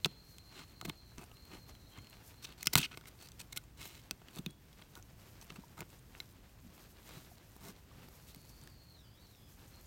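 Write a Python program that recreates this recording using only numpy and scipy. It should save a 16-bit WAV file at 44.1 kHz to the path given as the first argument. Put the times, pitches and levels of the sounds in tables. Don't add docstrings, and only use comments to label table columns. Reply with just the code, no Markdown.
import sys
import numpy as np
from scipy import signal
from scipy.fft import rfft, irfft, next_fast_len
from scipy.io import wavfile

SR = 44100
rng = np.random.default_rng(int(sys.argv[2]) if len(sys.argv) > 2 else 0)


def generate_wav(sig):
    pcm = np.round(np.clip(np.atleast_2d(sig).T, -1, 1) * 32767).astype(np.int16)
    wavfile.write(sys.argv[1], SR, pcm)


N = 434826
TIME = np.arange(N) / SR

# (time [s], length [s], level [dB], hardest moment [0-1], body [dB],
# edge [dB], contact resonance [Hz], tip wedged [0-1])
GRIT_STROKES = [(0.048, 0.0077, -33, .2, -4, -24, 3020, 1), (0.823, .006, -46, .7, 39, 2, 800, 0.1),
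                (0.848, 0.012, -40.5, .5, 9, -4.5, 3400, 0.05), (0.875, .016, -48.5, .5, 22, -2, 3400, 1),
                (0.898, 0.0071, -44, .2, 19, -8, 1500, 0.1), (1.175, 0.067, -54.5, 0.7, 15, -5, 2720, 0.87),
                (2.423, 0.034, -51, 0.6, -4.5, -9, 5700, 0.87),
                (2.456, 0.083, -60.5, 0.26, 1.5, -18, 4000, 1),
                (2.577, 0.057, -55.5, .95, 2, -9, 4700, 0.77),
                (2.656, 0.0067, -40, 0.35, -4, -4, 5070, 0.1), (2.728, 0.0036, -45, .8, 0, -14, 4000, 0),
                (2.7327, 0.0057, -28.5, .6, -2.5, -2, 4500, 0), (2.764, 0.0046, -30.5, 0.4, 0, -8, 1250, 1),
                (2.775, 0.0044, -27, .4, -3, -2, 1250, 1), (2.779, 0.0092, -27, 0.4, -5, -1, 3940, 0.88),
                (2.79, 0.037, -41, 0.4, -6, -10, 3320, 1), (2.826, .034, -42.5, 0.2, -11, -19, 4530, 0.85),
                (2.912, 0.036, -52.5, 0.85, -1, -27, 1400, .6),
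                (3.069, 0.02, -53.5, 0.7, -2, -2, 1430, 0.1), (3.188, 0.086, -58, 0.8, 2, -4.5, 4570, 0.9),
                (3.393, 0.024, -50, 0.1, -9, -10, 7600, 0.66),
                (3.5236, .006, -43, 0.5, -3.5, -8, 7510, 0.1),
                (3.561, 0.01, -43.5, .95, -1, -1, 2200, 0.15), (3.84, 0.05, -57, .25, -12, 2, 13600, 0),
                (4.33, 0.025, -58.5, 0.9, 9, -2, 3870, 0.9), (4.365, .022, -49.5, 0.23, 13, -4, 3650, 1),
                (4.816, 0.0053, -54.5, 0.7, 6, -30, 4330, 0), (4.954, 0.046, -56.5, 0.15, 17, 3, 1420, 0.1),
                (5.417, 0.011, -54.5, .8, -3, -9, 970, 0.9), (5.498, 0.0082, -53.5, .7, -20, -27, 1290, 1),
                (5.558, 0.012, -51.5, .5, 11, -13, 960, 1), (5.77, 0.046, -49, .5, 14, -5, 1320, 0)]
EARTH_STROKES = [(0.515, 0.13, -55.5, 0.6, -0.5, -18.5, 1130, 0),
                 (1.501, 0.086, -55, 0.3, 8.5, -16, 2580, 0.04),
                 (1.934, 0.06, -60, 0.86, -2, -52, 1070, 0.1),
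                 (3.772, 0.24, -55.5, 0.18, -1.5, -9, 2780, 0.03),
                 (7.03, 0.21, -61, 0.67, 5, -4.5, 4070, 0), (7.607, 0.11, -54.5, 0.68, 11.5, -1, 5700, 0),
                 (8.268, 0.056, -62.5, 0.37, -26, -5, 3900, 0)]


def undb(db):
    return 10 ** (np.asarray(db) / 20)


def unit(x):
    return x / np.sqrt(np.mean(x ** 2) + 1e-20)


def decay(t, t60):
    return undb(-60 * t / t60)


def phase(hz):
    return 2 * np.pi * np.cumsum(hz) / SR


def add(out, s, x):
    i = max(int(s * SR), 0)
    out[i:i + len(x)] += x[:max(N - i, 0)]


def spectrum(points, hz):
    f, db = np.transpose(points)
    return np.interp(np.log(hz + 1), np.log(f), db)


def tint(x, points):
    size = next_fast_len(len(x))
    gain = undb(spectrum(points, np.fft.rfftfreq(size, 1 / SR)))
    return unit(irfft(rfft(x, size) * gain, size)[:len(x)])


def walk(rate):
    knots = rng.standard_normal(20000)
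    return np.interp(TIME * rate, np.arange(len(knots)), knots)


def bell(s, half_s):
    return np.exp(-np.minimum(((TIME - s) / half_s) ** 2, 50))


def grains(rate, spread_db):
    hit = rng.random(N) < rate / SR
    return hit * rng.choice([-1, 1], N) * undb(spread_db * np.minimum(rng.exponential(size=N), 4))


def air(level_db=-59.5, wander_db=0.53, hiss_db=-1.77):
    # (frequency [Hz], relative level [dB])
    air_through_mic = [(20, -20), (35, -8), (58, 0), (80, -4), (115, -3), (170, -9), (300, -16), (500, -20),
                       (1000, -25), (3000, -30), (5500, -33), (8500, -35), (10700, -39), (14000, -34)]
    colour = [(hz, db + hiss_db * (hz > 400)) for hz, db in air_through_mic]
    return tint(rng.standard_normal(N), colour) * undb(level_db + wander_db * walk(3.6))


def whine_notes(release_s=0.048):
    # (time [s], length [s], relative tone level [dB], relative rasp level [dB],
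    # rasp pitch [multiple of the tone], swell [s])
    notes = [(0, 1.17, -63.5, -62.5, 1.05, 0.05), (1.332, 0.873, -64, -63.5, 1.05, 0.026),
             (2.32, 0.12, -63, -63, 1.03, .04), (8.1, 0.91, -71, -61, 1.01, .3),
             (8.93, .27, -67, -63, 1, 0.077), (9.17, 0.37, -69, -65.5, 1, .03),
             (9.702, .12, -78, -61.5, 1, .054)]
    clear, rasp, ratio = np.zeros(N), np.zeros(N), np.ones(N)
    for s, length, clear_db, rasp_db, rasp_ratio, swell_s in notes:
        t = TIME - s
        shape = np.clip(np.minimum(t / swell_s, (length - t) / release_s), 0, 1)
        clear += undb(clear_db) * shape
        rasp += undb(rasp_db) * shape
        ratio[t >= 0] = rasp_ratio
    return clear, rasp, ratio


def whine(gain_db=-8, waver=0.00491, rasp_waver=.016, flutter_hz=200):
    # (time [s], pitch [Hz])
    fundamental = [(.1, 2065), (.28, 2105), (.42, 2050), (.5, 2075), (.7, 2035), (.95, 2100), (1.1, 2005),
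                   (1.35, 2055), (1.55, 2115), (1.84, 1945), (1.93, 2000), (2.04, 2135), (2.11, 2060),
                   (2.18, 1960), (2.35, 2050), (8.2, 2215), (8.7, 2285), (8.79, 2205), (8.94, 2120),
                   (8.99, 1900), (9.04, 1620), (9.085, 1520), (9.15, 1660), (9.2, 2000), (9.3, 2060),
                   (9.38, 1690), (9.52, 1640), (9.72, 2130)]
    hz = np.interp(TIME, *np.transpose(fundamental))
    clear_gain, rasp_gain, rasp_ratio = whine_notes()
    orders = np.arange(2, 5)[:, None]
    colour = [(3000, -2), (4400, 0), (4800, -1), (5100, -9), (5800, -10), (6200, -19), (9000, -35)]
    gains = undb(spectrum(colour, orders * hz))
    gains /= np.sqrt(np.sum(gains ** 2, axis=0) / 2)
    clear_hz = hz * (1 + waver * walk(90))
    rasp_hz = hz * rasp_ratio * (1 + rasp_waver * walk(300))
    clear, rasp = (np.sum(gains * np.sin(orders * phase(f)), axis=0) for f in (clear_hz, rasp_hz))
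    lowpass = signal.butter(4, flutter_hz, fs=SR, output="sos")
    flutter = unit(signal.sosfilt(lowpass, rng.standard_normal(N)))
    return distant((clear * clear_gain + rasp * flutter * rasp_gain) * undb(gain_db))


def distant(x, scatter_s=0.013, size=8000):
    echoes = rng.standard_normal(size) * np.exp(-np.arange(size) / SR / scatter_s)
    return signal.fftconvolve(x, echoes / np.linalg.norm(echoes))[:N]


def loose_earth(trickle_db=-72, trickle_dust_db=-74, spill_db=-67, spill_dust_db=-71.5):
    # (peak time [s], length [s], crumbs [dB], fine dust [dB])
    brushes = [(0.3, 0.14, -79, -65), (0.732, 0.13, -63, -76), (1.7, 0.043, -61, -64),
               (2.12, 0.23, -65.5, -73), (2.275, 0.12, -61.5, -62), (4.045, 0.074, -63, -74),
               (4.755, 0.42, -66, -78), (5.243, 0.18, -61.5, -65), (5.52, 0.42, -65.5, -67),
               (5.947, 0.12, -64, -72), (6.222, 0.2, -64, -64), (6.84, 0.41, -63, -67.5),
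               (7.176, 0.51, -64.5, -67), (7.556, 0.15, -63.5, -70), (7.98, 0.41, -69, -83),
               (8.173, 0.59, -66.5, -67), (8.537, 0.37, -69, -66.5), (9.308, 0.2, -70, -70.5),
               (9.738, 0.64, -67, -66)]
    # (middle time [s], length [s], dip [dB])
    lulls = [(3.724, 0.11, -14), (4.572, 0.06, -11), (9.001, 0.75, -0.5)]
    rise_s, fall_s = 0.1, 0.073
    spill = np.zeros(N)
    for s, length, *_ in GRIT_STROKES + EARTH_STROKES:
        away = np.maximum((s - TIME) / rise_s, (TIME - s - length) / fall_s)
        spill = np.maximum(spill, np.exp(-np.clip(away, 0, 20)))
    crumb_power = undb(trickle_db) ** 2 + (undb(spill_db) * spill) ** 2
    dust_power = undb(trickle_dust_db) ** 2 + (undb(spill_dust_db) * spill) ** 2
    for s, length, db, dust_db in brushes:
        swell = bell(s, length / 2)
        crumb_power += (undb(db) * swell) ** 2
        dust_power += (undb(dust_db) * swell) ** 2
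    calm = undb(sum(db * bell(s, length / 2) for s, length, db in lulls))
    return calm * np.sqrt(crumb_power), calm * np.sqrt(dust_power)


def crumbs(coarse_db=-2, fine_db=-3, grit_db=-12, crackle_db=-9):
    crumb_gain, dust_gain = loose_earth()
    coarse = tint(grains(3500, 2.56), [(100, 1.5), (250, 7.5), (600, 3), (1200, 0), (3000, -3),
                                       (5000, -8), (8000, -19.5), (16000, -37.5)])
    fine = tint(grains(6500, 2.1), [(2000, -35), (4000, -0.5), (6000, 3.5), (8800, 0.5),
                                    (10700, 0.5), (13000, 6), (16000, -3.5)])
    grit = sum(signal.fftconvolve(grains(9, 4), contact(0, -5, hz, 12))[:N]
               for hz in np.geomspace(1000, 7000, 5))
    grit = unit(signal.fftconvolve(grit, blade(ring_db=-55, wedged=0))[:N])
    rubbing = coarse * undb(coarse_db + 4 * walk(29)) + grit * undb(grit_db)
    crackle = sum(signal.fftconvolve(grains(25, 4), contact(-12, -3, hz, 16))[:N]
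                  for hz in np.geomspace(4000, 13000, 5))
    dust = fine * undb(fine_db + 3.1 * walk(32)) + unit(crackle) * undb(crackle_db)
    return rubbing * crumb_gain + dust * dust_gain


def contact(body_db, edge_db, ring_hz, ring_db, width=.16, size=1024):
    # (frequency [Hz], gain [dB])
    contact_through_mic = [(40, -49), (120, 10), (380, 2.5), (540, -6.5), (950, 0), (1350, -2.5),
                           (1750, -4), (2800, -0.5), (5000, -2), (8800, 0.5), (10800, -4.5), (13500, 0.5),
                           (16000, -0.5)]
    hz = np.fft.rfftfreq(size, 1 / SR)
    db = spectrum(contact_through_mic, hz)
    db += spectrum([(900, body_db), (3000, 0.012), (14000, edge_db)], hz)
    db += ring_db / (1 + ((hz / ring_hz - 1) / width) ** 2)
    cepstrum = irfft(np.log(undb(db)))
    cepstrum[1:size // 2] *= 2
    cepstrum[size // 2 + 1:] = 0
    return irfft(np.exp(rfft(cepstrum)))


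def blade(ring_db, wedged, detune=0.006, lag_s=.0012, size=3000):
    # (tip free [Hz], tip wedged [Hz], relative level [dB], t60 [s])
    modes = [(1450, 1500, -4, 0.045), (2100, 2680, 3, 0.022), (3950, 4450, 9, 0.01),
             (5300, 6100, 1.5, 0.019), (7070, 10000, 2.5, 0.014), (9920, 7900, 0.5, .018),
             (12440, 12500, 0, .012), (13750, 20000, 4.5, .011)]
    t, f = np.arange(size) / SR, np.fft.rfftfreq(size, 1 / SR)
    free_hz, wedged_hz, db, t60 = np.transpose(modes)[:, :, None]
    hz = free_hz + np.clip(wedged, 0, 1) * (wedged_hz - free_hz)
    hz *= 1 + detune * rng.standard_normal(db.shape)
    ring = np.sum(undb(db + ring_db) * np.cos(2 * np.pi * hz * t) * decay(t, t60), axis=0)
    delay = lag_s * np.sqrt(1000 / (f + 500))
    dispersion = np.exp(-2j * np.pi * np.cumsum(delay) * SR / size)
    return irfft(rfft((t == 0) + ring) * dispersion, size)


def clicks(chatter_db=-10, crush_db=-29, crush_t60=.012, size=2048):
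    # (time [s], level over the first 4 ms [dB], body [dB], edge [dB], contact resonance [Hz],
    # resonance [dB], chatter t60 [s], blade ring [dB], tip wedged [0-1])
    stone_hits = [(0.046, -25, -4.5, -19, 3770, 7.5, 0.0028, -38, 0.6),
                  (.048, -31.5, -12, -23, 3300, 8, .004, -37, 0.96),
                  (0.058, -31.5, 11, -9, 5030, 12, .0074, -44, 1),
                  (.061, -41, 11, -10, 5250, 14, .004, -46, 1),
                  (0.3833, -51, -9, -12, 6340, 5, .0072, -44, 0),
                  (0.8127, -41.5, -8, -15, 1250, 10, .0092, -41, 0),
                  (.889, -52, -3, -6, 3600, 12, .004, -42, 1),
                  (0.8945, -44.5, -3, 4, 3600, 11, 0.0099, -42, 0),
                  (0.8971, -37, 8, -14, 3320, 23, .008, -44, 0.1),
                  (1.1818, -48, 2, -14, 6000, 9, 0.0095, -50, 1),
                  (1.975, -56, 2, -7, 1150, 18, .019, -46, 0),
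                  (2.0702, -58, -2, -8, 2580, 15, .011, -46, 0),
                  (2.099, -56, -10, 8, 13700, 4, .005, -46, 0),
                  (2.1287, -55, -7, -28, 2600, 6, .012, -46, 0),
                  (2.4489, -44, -9, -17, 5530, 10, .012, -40, 0.2),
                  (2.4527, -45, -14, -26, 3800, 2, 0.0094, -42, 0.8),
                  (2.6293, -36.5, -12, 7.5, 2020, 16, .0065, -42, 0),
                  (2.6705, -22.5, -5, -9.5, 5440, 7.5, .0045, -33.5, 0),
                  (2.7543, -16, 1, -2, 3350, 12, 0.012, -33.5, 0),
                  (2.973, -43, -1, -17, 1110, 5, 0.017, -42, 0.06),
                  (3.011, -55, -4, -9, 1500, 21, .0066, -42, 0),
                  (3.056, -52, -3, -17, 2100, 8, .016, -44, 0),
                  (3.287, -53.5, -7, -10, 6060, 8, .017, -36, 1),
                  (3.318, -54.5, -24, -12, 6110, 11, 0.0096, -33, 1),
                  (3.403, -46.5, -10, -10, 950, 18, 0.0039, -35, 0.9),
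                  (3.5734, -34, -7, -5, 3900, 4, 0.017, -28, 0.08),
                  (3.829, -51, -15, -9, 3900, 6, .005, -38, 0), (3.855, -48, 5, -5, 2100, 2, .008, -40, 0),
                  (4.11, -32.5, -7.5, -6.5, 3100, 4.5, 0.0039, -34, 0.9),
                  (4.284, -52, 0, -21, 2740, 6, .016, -44, 1),
                  (4.36, -49.5, 0, -3, 9000, 6, .004, -42, 0.9),
                  (4.386, -45, 4, -4, 3600, 14, .012, -40, 1),
                  (4.3895, -49.5, 2, -3, 9000, 5, .006, -40, 0.9),
                  (4.4618, -37.5, -5, -3, 3490, 23, .004, -35, 0.77),
                  (4.8214, -53, -2, -29, 4480, 9, .012, -42, 0),
                  (4.9536, -50.5, -10, -12, 890, 10, 0.0061, -44, 0.1),
                  (5.0257, -56, -11, -3, 6110, 14, .0046, -46, 1),
                  (5.4133, -53, -16, 1, 5900, 16, .005, -40, 1),
                  (5.503, -46, -8, -32, 1330, 11, .0095, -42, 1),
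                  (5.806, -41.5, 6, 4, 2400, 12, 0.011, -42, 0),
                  (5.819, -43, 6, -28, 2140, 4, .009, -39, 0), (5.827, -49, 10, -32, 1900, 6, .008, -42, 0),
                  (6.15, -51.5, -3, -50, 1860, 15, .0039, -31, 1),
                  (6.202, -39, -5, -14, 3950, 3, 0.0057, -23, 0.07),
                  (7.091, -52.5, -6.5, -5, 1060, 13.5, 0.0097, -49, 0),
                  (8.3466, -50.5, -4, -2, 4590, 9, 0.0074, -46, 0.06),
                  (8.674, -54, -10, -8, 1680, 19, 0.008, -46, 0)]
    out, t = np.zeros(N), np.arange(size) / SR
    attack = int(.004 * SR)
    for s, db, *colour, chatter_t60, ring_db, wedged in stone_hits:
        fade = undb(chatter_db) * decay(t, chatter_t60) + undb(crush_db) * decay(t, crush_t60)
        force = (t == 0) + fade * rng.uniform(-1, 1, size)
        stone = signal.fftconvolve(force, contact(*colour))
        click = signal.fftconvolve(stone, blade(ring_db, wedged))
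        add(out, s, click * undb(db) / np.sqrt(np.mean(click[:attack] ** 2)))
    return out


def strokes(table, rate, ends_db, slip_hz, slip_db, ring_db, stone_db, graze_s=0.003):
    out = np.zeros(N)
    impacts = grains(rate, spread_db=1.5) * undb(slip_db * walk(slip_hz))
    for s, length, db, crest, *colour, wedged in table:
        t = np.arange(-graze_s, length + graze_s, 1 / SR)
        moments = [-graze_s, 0, np.clip(crest, .05, .95) * length, length, length + graze_s]
        push_db = np.interp(t, moments, [-32, ends_db, 0, ends_db, -32])
        start = int((s - graze_s) * SR)
        force = impacts[start:start + len(t)] * undb(push_db)
        grit = signal.fftconvolve(force, contact(*colour, stone_db))
        stroke = signal.fftconvolve(grit, blade(ring_db, wedged))
        rms = np.sqrt(np.sum(stroke ** 2) / (length * SR) + 1e-20)
        add(out, s - graze_s, stroke * undb(db) / rms)
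    return out


def scrapes():
    return strokes(GRIT_STROKES, rate=7000, ends_db=-5.5, slip_hz=357, slip_db=4.5,
                   ring_db=-35.5, stone_db=6.5)


def thuds(sag=0.19, settle_s=0.023, wobble=0.084, rough=0.29, linger=2.43, size=12000):
    # (time [s], level [dB], mid pitch [Hz], rise [s], t60 [s])
    pushes = [(.051, -31, 170, 0.0019, 0.037), (0.0583, -26, 154, 0.0034, 0.043),
              (0.851, -35.5, 250, 0.0014, 0.028), (.871, -37, 155, .002, 0.047),
              (0.883, -33, 174, 0.0036, 0.033), (1.182, -37, 145, 0.0021, 0.039),
              (1.976, -42.5, 88, 0.013, 0.12), (2.671, -39, 156, 0.003, 0.064),
              (2.757, -16, 124, 0.0025, 0.06), (2.777, -25.5, 143, 0.0041, 0.066),
              (4.112, -35, 190, 0.0011, 0.029), (4.389, -26.5, 128, 0.0065, 0.029),
              (4.4643, -33.5, 159, 0.0016, 0.075), (5.518, -45.5, 152, 0.0033, 0.044),
              (5.583, -35, 180, 0.0089, 0.023), (5.812, -49, 165, 0.0037, 0.1),
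              (6.619, -45, 227.4, 0.049, 0.106), (7.163, -44.5, 146, 0.011, .05),
              (7.315, -50.5, 626, .0014, 0.034), (7.687, -40.5, 205, 0.012, 0.073),
              (7.98, -45.5, 175, 0.0049, 0.048), (8.362, -46.5, 140, 0.008, 0.038)]
    earth_colour = [(55, -13), (110, 3.5), (230, 10.5), (370, -9.5), (550, -24),
                    (1200, -23.5), (3000, -48.5)]
    knock_db, knock_hz, knock_t60 = -11, 400, .02
    out, t = np.zeros(N), np.arange(size) / SR
    knock = undb(knock_db) * decay(t, knock_t60) * np.sin(2 * np.pi * knock_hz * t)
    for s, db, hz, rise, t60 in pushes:
        swell = np.minimum(t / rise, 1)
        fade = decay(np.maximum(t - rise, 0), t60)
        sinking = 2 * np.exp(-t / (settle_s + rise)) - 1
        pitch = hz * (1 + sag * sinking + wobble * walk(170.5)[:size])
        earth = tint(rng.standard_normal(size), earth_colour)
        thud = fade * np.sin(phase(pitch)) + rough * fade ** (1 / linger) * earth + knock
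        add(out, s, undb(db) * swell * thud / np.hypot(1, 2 * rough))
    return out


def sweeps():
    return strokes(EARTH_STROKES, rate=2200, ends_db=-12.5, slip_hz=148.4, slip_db=2.5,
                   ring_db=-40, stone_db=3.5)


def ticks(edge_db=-8, ring_db=13, t60=0.013, size=1024):
    # (time [s], peak level [dB], body [dB], pitch [Hz])
    snaps = [(1.119, -51, 20, 1500), (1.239, -43.5, 10, 9000), (1.315, -45.5, 9, 2800),
             (1.369, -48, -4, 2700), (1.453, -47, -12, 13000), (1.694, -45, 3, 6000),
             (1.752, -46.5, 15, 3000), (2.1075, -53, -10, 9000), (2.169, -45.5, 8, 3950),
             (2.342, -50, 9, 4000), (2.49, -43, 6, 1400), (2.523, -46, -3, 3600), (2.6425, -45, 6, 5500),
             (3.039, -48, 8, 2200), (3.638, -50, 9, 6760), (3.952, -46, -2, 4500), (4.217, -45.5, 22, 3020),
             (4.503, -52, -6, 4200), (4.5075, -48, -6, 9100), (4.729, -48.5, -14, 3800),
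             (5.637, -48, 27, 1000), (5.902, -49.5, -7, 8000), (5.992, -51, -8, 9700),
             (6.84, -55, -1, 4000), (7.564, -43.5, 11, 12500), (7.695, -45, 4, 6000),
             (7.764, -48, 14, 4000), (7.914, -51.5, 14, 1200), (8.085, -46, 15, 5000),
             (8.36, -46, -2, 9500), (8.494, -48, -6, 5800), (8.614, -48, -8, 6500), (8.637, -44, -6, 9800),
             (8.7, -50, -10, 12500)]
    out, t = np.zeros(N), np.arange(size) / SR
    for s, db, body_db, hz in snaps:
        force = rng.standard_normal(size) * decay(t, t60)
        snap = signal.fftconvolve(force, contact(body_db, edge_db, hz, ring_db))
        add(out, s, snap * undb(db) / np.abs(snap).max())
    return out


def chirps():
    # (time [s], length [s], start pitch [Hz], middle pitch [Hz], end pitch [Hz], level [dB])
    notes = [(1.248, 0.082, 1350, 1264, 1050, -72), (1.891, 0.07, 2940, 3220, 3050, -67.5),
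             (1.902, 0.097, 1130, 1067, 950, -75), (4.411, 0.108, 3080, 3350, 3430, -72),
             (9.179, 0.064, 4480, 4470, 4380, -71)]
    out = np.zeros(N)
    for s, length, start_hz, middle_hz, end_hz, db in notes:
        u = np.linspace(0, 1, int(length * SR))
        hz = np.interp(u, [0, .35, .6, 1], [start_hz, middle_hz, middle_hz, end_hz])
        add(out, s, undb(db) * unit(np.sin(np.pi * u) * np.sin(phase(hz))))
    return distant(out, scatter_s=0.052)


def squeaks(jitter=0.12, flutter_db=3, overtone_db=-13):
    # (time [s], length [s], start pitch [Hz], end pitch [Hz], level [dB])
    slips = [(2.673, 0.0064, 2850, 2680, -35), (2.79, 0.015, 2940, 2820, -42),
             (2.829, 0.009, 2940, 3100, -35), (2.84, 0.014, 2630, 2630, -39.5),
             (2.851, 0.017, 2780, 2650, -46)]
    out, orders = np.zeros(N), np.arange(1, 4)[:, None]
    for s, length, start_hz, end_hz, db in slips:
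        u = np.linspace(0, 1, int(length * SR))
        hz = np.geomspace(start_hz, end_hz, len(u)) * (1 + jitter * walk(1700)[:len(u)])
        tone = np.sum(undb(overtone_db * (orders - 1)) * np.sin(orders * phase(hz)), axis=0)
        push = np.interp(u, [0, .15, .5, 1], [0, 1, .8, 0]) * undb(flutter_db * walk(400)[:len(u)])
        add(out, s, undb(db) * unit(tone * push))
    return out


def hollow(x, near_db=-17, near_t60=0.025, far_db=-31, far_t60=0.55, size=16000):
    t = np.arange(size) / SR
    response = np.zeros(size)
    for db, t60 in ((near_db, near_t60), (far_db, far_t60)):
        echoes = tint(rng.standard_normal(size), [(200, 5.5), (3000, -2), (14000, -5.5)])
        tail = echoes * decay(t, t60) * (t > .0015)
        response += undb(db) * tail / np.linalg.norm(tail)
    return x + signal.fftconvolve(x, response)[:N]


def scene():
    digging = hollow(scrapes() + sweeps() + clicks() + squeaks() + ticks() + thuds())
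    return (digging + crumbs() + whine() + chirps() + air())[None]


def record(dry, top_hz=16100):
    return signal.sosfilt(signal.ellip(10, .2, 70, top_hz, fs=SR, output="sos"), dry)


dry = scene()
out = record(dry)
generate_wav(out)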